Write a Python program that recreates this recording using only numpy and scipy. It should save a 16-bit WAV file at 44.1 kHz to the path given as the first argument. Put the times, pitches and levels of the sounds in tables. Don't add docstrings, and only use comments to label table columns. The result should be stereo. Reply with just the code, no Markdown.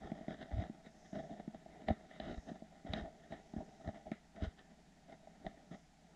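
import sys
import numpy as np
from scipy import signal
from scipy.fft import rfft, irfft
from scipy.io import wavfile
from scipy.ndimage import uniform_filter1d

SR = 44100
rng = np.random.default_rng(int(sys.argv[2]) if len(sys.argv) > 2 else 0)


def output_pcm(signal):
    pcm = np.clip(np.atleast_2d(signal).T, -1, 1) * 32767
    wavfile.write(sys.argv[1], SR, np.round(pcm).astype(np.int16))


N = 271596
TIME_S = np.arange(N) / SR
TOP_HZ = 11950

# (frequency [Hz], density [dB per Hz], left-right correlation [-1..1])
FLOOR = [(29.8, -90, 0.57), (58.7, -103, 0.94), (104.6, -99, -1), (164.5, -80, -0.2), (355, -96, -0.73),
         (565, -95.5, -0.95), (758, -87, -0.77), (1107, -102, -0.87), (2020, -105, -0.18),
         (2740, -112, 0.54), (7300, -111, -0.11), (8500, -120, 0.16), (11600, -125, -0.07)]
# (frequency [Hz], width [Hz], relative level [dB], left minus right [dB], left phase lead [rad])
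MOUNT_MODES = [(171.6, 38, -1.5, 4, -2.5), (213.3, 32.7, 1, 2, 2), (292, 80, -4.5, 11, 3)]
SHELL_MODES = [(418.5, 64, 2, 0.5, -3), (576.7, 54, -4.5, -3.5, -3.0), (649, 56, 3, -5.5, -2),
               (782.5, 67, -1.5, -3, -2), (980, 37, -16.5, -4, 3)]
PORT_MODES = [(1299, 160, -5.5, 0.5, 2), (1468, 120, -2.5, -2.5, 3), (1787, 183, -1, 4, 1.36),
              (2017, 270, -4, 2, 0.08)]
HOUSING_MODES = [(2930, 680, 5.5, 2.4, 1.03), (3400, 270, 4.5, -1.3, 0.64), (3770, 184, 4.5, -0.56, 0.24),
                 (5000, 330, 3, -0.41, 2.93), (6000, 1000, -1.5, 0.29, 1.65)]
# (middle [s], length [s], level [dB])
SWISHES = [(1.108, 0.31, -65), (2.426, 0.21, -65.5), (3.65, 0.54, -69.5), (5.76, 0.14, -68.5)]
# (middle [s], level [dB], left minus right [dB])
JOLTS = [(0.045, -48.5, -16), (0.542, -31.5, -11), (0.575, -33, -6), (0.593, -28.5, -11), (1.912, -29, -5),
         (2.385, -38.5, -9), (2.907, -39, -6), (3.028, -40.5, -7), (3.583, -40, -13), (3.886, -36.5, -4),
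         (4.434, -31.5, -10), (4.479, -36, -7)]
# (time [s], level [dB])
SNAPS = [(1.886, -54.5), (2.2, -55.5), (2.284, -69), (2.315, -73), (2.935, -45), (4.591, -68.5),
         (5.465, -62)]
# (time [s], mount boom [dB], shell clack [dB], contact tick [dB])
KNOCKS = [(0.117, -35.5, -39, -61.5), (0.209, -46.5, -48, -75), (0.281, -35.5, -40, -58.5),
          (0.306, -46, -44, -58.5), (0.514, -51, -46, -61), (0.637, -59, -42, -56), (0.697, -39, -54, -75),
          (1.129, -40, -49, -64), (1.169, -40.5, -50, -78), (1.311, -43, -60, -78),
          (1.397, -49, -39.5, -63), (1.477, -37.5, -53, -67), (1.545, -54, -44.5, -63),
          (1.66, -56, -48.5, -86), (1.884, -39.5, -27, -44.5), (1.902, -43, -29, -65),
          (1.906, -28.5, -35, -54.5), (2.111, -60, -49, -63), (2.199, -43, -39, -54),
          (2.28, -49, -39.5, -63), (2.377, -46, -50.5, -61), (2.515, -39.5, -50, -70),
          (2.621, -45.5, -49.5, -81), (2.848, -44, -56, -71), (2.934, -37, -35, -43.5),
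          (3.321, -48, -41.5, -54.5), (3.536, -41, -47, -63), (3.563, -36, -45, -64.5),
          (3.875, -40.5, -45, -56), (4.116, -34, -40, -51), (4.361, -57, -63, -58.5),
          (4.421, -38, -58, -68), (5.095, -67, -53, -75), (5.271, -70, -47, -77),
          (5.464, -44.5, -40, -53.5), (5.712, -50, -49, -74)]
# (time [s], drag level [dB])
RESTING_HAND = [(0, -53), (.55, -54.5), (.78, -64.5), (1.4, -60), (1.85, -57.5), (2.1, -60), (2.75, -61),
                (3.45, -59), (3.9, -58), (4.3, -67.5), (4.9, -67), (5.02, -66.5), (5.55, -58.5), (5.9, -76),
                (6.15, -63)]
RESTING_SCRATCH_DB = -13
# (start [s], length [s], drag level [dB], scratch level [dB])
RUBS = [(0.004, 0.094, -47.5, -62), (0.276, 0.074, -48.5, -58.5), (0.386, 0.055, -50, -61.5),
        (0.5, 0.16, -47.5, -60.5), (0.558, 0.1, -44, -58), (0.827, 0.051, -58, -67.5),
        (1.046, 0.038, -57.5, -66.5), (1.119, 0.098, -47.5, -61), (1.19, 0.24, -52.5, -70),
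        (1.538, 0.032, -50, -70), (1.672, 0.13, -53.5, -69.5), (1.862, 0.059, -43.5, -56),
        (2.083, 0.12, -54, -62), (2.203, 0.097, -45.5, -55), (2.26, 0.1, -46, -56.5),
        (2.445, 0.085, -50.5, -64), (2.858, 0.14, -44.5, -57), (2.937, 0.085, -43, -51.5),
        (3.017, 0.072, -47, -66), (3.192, 0.1, -62.5, -70.5), (3.297, 0.058, -44.5, -59),
        (3.565, 0.077, -47.5, -78), (3.835, 0.076, -44.5, -60.5), (3.934, 0.049, -52.5, -63.5),
        (4.053, 0.042, -46.5, -67.5), (4.338, 0.1, -50, -66.5), (4.402, 0.061, -48, -55),
        (4.426, 0.051, -46.5, -51.5), (4.568, 0.049, -61.5, -66.5), (4.683, 0.052, -60.5, -76),
        (5.074, 0.081, -55, -66.5), (5.439, 0.048, -45, -68), (5.703, 0.061, -52, -64.5)]
RUB_ATTACK_S, RUB_RELEASE_S, RUB_EASE_DB = 0.011, 0.022, 6.5


def undb(db):
    return 10 ** (np.asarray(db) / 20)


def unit(x):
    return x / np.sqrt(np.mean(x ** 2))


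def pan(db):
    return unit(undb(np.array([[db], [-db]]) / 2))


def band(x, lo_hz, hi_hz, order=2):
    sos = signal.butter(order, [lo_hz, min(hi_hz, .45 * SR)], "band", fs=SR, output="sos")
    return signal.sosfilt(sos, x)


def walk(rate_hz):
    hold = int(SR / rate_hz)
    steps = np.repeat(rng.standard_normal(N // hold + 1), hold)
    return unit(uniform_filter1d(steps, hold)[:N])


def add(out, start_s, sound):
    i = max(int(start_s * SR), 0)
    out[:, i:i + sound.shape[1]] += sound[:, :N - i]


def mode_rings(modes, stretch=1, rise_cycles=0.42, size=4096):
    t, rings = np.arange(size) / SR, []
    for k, (hz, width_hz, db, pan_db, lead_rad) in enumerate(modes):
        fade = np.exp(-np.pi * width_hz * t) * (1 - np.exp(-t * hz / rise_cycles))
        wave = np.sin(2 * np.pi * hz * stretch * t + np.array([[lead_rad], [0]]))
        polarity = (-1) ** k
        rings.append(polarity * undb(db) * pan(pan_db) * unit(fade * wave))
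    return rings


def ring(modes, chance, detune=0.008, scatter_db=2):
    chance = np.clip(chance, -2, 2)
    rings = mode_rings(modes, np.exp(detune * chance[0]))
    return sum(undb(scatter_db * c) * r for c, r in zip(chance[1:], rings))


def slips(rate_hz, spread_db):
    sizes = undb(spread_db * np.minimum(rng.standard_exponential(N), 4)) * rng.choice([-1, 1], N)
    return unit(sizes * (rng.random(N) < rate_hz / SR))


def background(waver_db=-0.2, floor_trim_db=-1, hum_hz=60, hum_db=-75):
    hz, db, correlation = np.transpose(FLOOR)
    f_hz = np.maximum(np.arange(N // 2 + 1) * SR / N, 1)
    gain = undb(np.interp(np.log(f_hz), np.log(hz), db) + floor_trim_db) * np.sqrt(SR / 4)
    alike = np.clip(np.interp(np.log(f_hz), np.log(hz), correlation), -1, 1)
    mid = irfft(rfft(rng.standard_normal(N)) * gain * np.sqrt(1 + alike), N)
    side = irfft(rfft(rng.standard_normal(N)) * gain * np.sqrt(1 - alike), N)
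    noise = np.array([mid + side, mid - side])
    low_noise = irfft(rfft(noise) / (1 + (f_hz / 1500) ** 4), N)
    waver = low_noise * (undb(waver_db * walk(28)) - 1)
    hum = undb(hum_db) * pan(-7.0) * unit(np.sin(2 * np.pi * hum_hz * TIME_S))
    return noise + waver + hum


def fur(lo_hz=5000, hi_hz=6900, trim_db=-8.0):
    swell = sum(undb(db) * np.exp(-2 * ((TIME_S - middle_s) / length_s) ** 2)
                for middle_s, length_s, db in SWISHES)
    return undb(trim_db) * swell * unit(band(rng.standard_normal((2, N)), lo_hz, hi_hz, order=3))


def jolts(centre_hz=73, sigma_s=0.0068, trim_db=3):
    out, t = np.zeros((2, N)), TIME_S[:4096] - TIME_S[2048]
    port_lag_rad = np.array([[1.5], [0]])
    for middle_s, db, pan_db in JOLTS:
        hz = centre_hz * np.exp(0.16 * rng.standard_normal())
        swing = np.cos(2 * np.pi * hz * t - port_lag_rad)
        envelope = np.exp(-(t / sigma_s) ** 2 / 2)
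        add(out, middle_s + t[0], undb(db + trim_db) * pan(pan_db) * swing * envelope)
    return out


def snaps(rebound_s=0.002, rebound_db=-4, trim_db=-8):
    out = np.zeros((2, N))
    for start_s, db in SNAPS:
        for delay_s, softer_db in ((0, 0), (rebound_s, rebound_db)):
            sound = unit(band(ring(HOUSING_MODES, rng.standard_normal(8)), 2930, 4900))
            add(out, start_s + delay_s, undb(db + softer_db + trim_db) * sound)
    return out


def knocks(boom_trim_db=-1.5, clack_trim_db=1, tick_trim_db=0, housing_trim_db=-13,
           crunch_s=0.00082, crunch=0.27, tail_s=0.037, tail_db=-18):
    out = np.zeros((2, N))
    blow = int(.02 * SR)
    for start_s, boom_db, clack_db, tick_db in KNOCKS:
        chance = rng.standard_normal((5, 4096))
        t = TIME_S[:4096]
        grit = np.exp(-t / crunch_s) + undb(tail_db) * np.exp(-t / tail_s)
        force = (t == 0) + crunch * chance[4] * grit
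        mount, shell = ring(MOUNT_MODES, chance[0]), ring(SHELL_MODES, chance[1])
        ports = signal.fftconvolve(ring(PORT_MODES, chance[2]), force[None], axes=1)
        housing = signal.fftconvolve(ring(HOUSING_MODES, chance[3]), force[None], axes=1)
        parts = [(mount, 110, 430, boom_db + boom_trim_db),
                 (shell, 310, 610, clack_db + clack_trim_db),
                 (ports, 660, 2700, tick_db + tick_trim_db),
                 (housing, 1900, 7700, tick_db + housing_trim_db)]
        for rings, lo_hz, hi_hz, db in parts:
            sound = band(rings, lo_hz, hi_hz, order=1)
            add(out, start_s, undb(db) * sound / np.sqrt(np.mean(sound[:, :blow] ** 2)))
    return out


def rub_envelope(start_s, length_s):
    t = TIME_S - start_s
    attack = np.clip(t / RUB_ATTACK_S, 0, 1)
    arch = undb(-RUB_EASE_DB * (2 * np.clip(t / length_s, 0, 1) - 1) ** 2)
    return attack * arch * np.exp(-np.maximum(t - length_s, 0) / RUB_RELEASE_S)


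def friction_levels():
    resting_db = np.interp(TIME_S, *np.transpose(RESTING_HAND))
    drag_power = undb(resting_db) ** 2
    scratch_power = undb(resting_db + RESTING_SCRATCH_DB) ** 2
    for start_s, length_s, drag_db, scratch_db in RUBS:
        envelope = rub_envelope(start_s, length_s)
        drag_power += (undb(drag_db) * envelope) ** 2
        scratch_power += (undb(scratch_db) * envelope) ** 2
    return 10 * np.log10(drag_power), 10 * np.log10(scratch_power)


def rumble(low_db=-10, sway_db=-11, steepness=1.9, firm_db=-45):
    drag_db, _ = friction_levels()
    gain = undb(firm_db + steepness * (drag_db - firm_db))
    low = undb(low_db) * pan(-7) * unit(band(rng.standard_normal(N), 29, 75))
    sway = undb(sway_db) * unit(band(slips(rate_hz=200, spread_db=4.5), 156.6, 236.25))
    return gain * (low + sway)


def tugs(rate_hz=120, decay_s=0.0024, depth=1.05):
    starts = (rng.random(N) < rate_hz / SR) * rng.random(N)
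    return 1 + depth * signal.lfilter([1], [1, -np.exp(-1 / (decay_s * SR))], starts)


def brightness(scratch_db, share_db=-9.0, hardening_db_per_db=0.056, usual_db=-60):
    return undb(share_db + hardening_db_per_db * np.clip(scratch_db - usual_db, -8, 16))


def rubbing(mount_trim_db=-3, shell_trim_db=0, scratch_trim_db=1, loose_db=-6, patchy_db=2, wander_db=1.61):
    grip_db, tug = patchy_db * walk(60), tugs()
    drag_db, scratch_db = (db + grip_db for db in friction_levels())
    coarse, fine = slips(rate_hz=1100, spread_db=1.67), slips(rate_hz=1000, spread_db=1.5)
    scratch_gain = undb(scratch_db + scratch_trim_db)
    layers = [(MOUNT_MODES, coarse, undb(drag_db + mount_trim_db), 90, 700),
              (SHELL_MODES, coarse, undb(drag_db + shell_trim_db), 280, 1200),
              (PORT_MODES, coarse + fine, scratch_gain, 850, 3500),
              (HOUSING_MODES, coarse + fine, scratch_gain * brightness(scratch_db), 2000, 8500)]
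    out = np.zeros((2, N))
    for modes, push, gain, lo_hz, hi_hz in layers:
        force = tug * (unit(push) + undb(loose_db) * rng.standard_normal((2, N)))
        sound = np.zeros((2, N))
        for response in mode_rings(modes):
            favour = undb(wander_db * walk(11))
            sound += favour * signal.oaconvolve(force, response, axes=1)[:, :N]
        out += gain * unit(band(sound, lo_hz, hi_hz))
    return out


def scene():
    return background() + fur() + jolts() + rumble() + snaps() + knocks() + rubbing()


def record(dry):
    return signal.sosfilt(signal.ellip(10, .2, 70, TOP_HZ, fs=SR, output="sos"), dry)


dry = scene()
out = record(dry)
output_pcm(out)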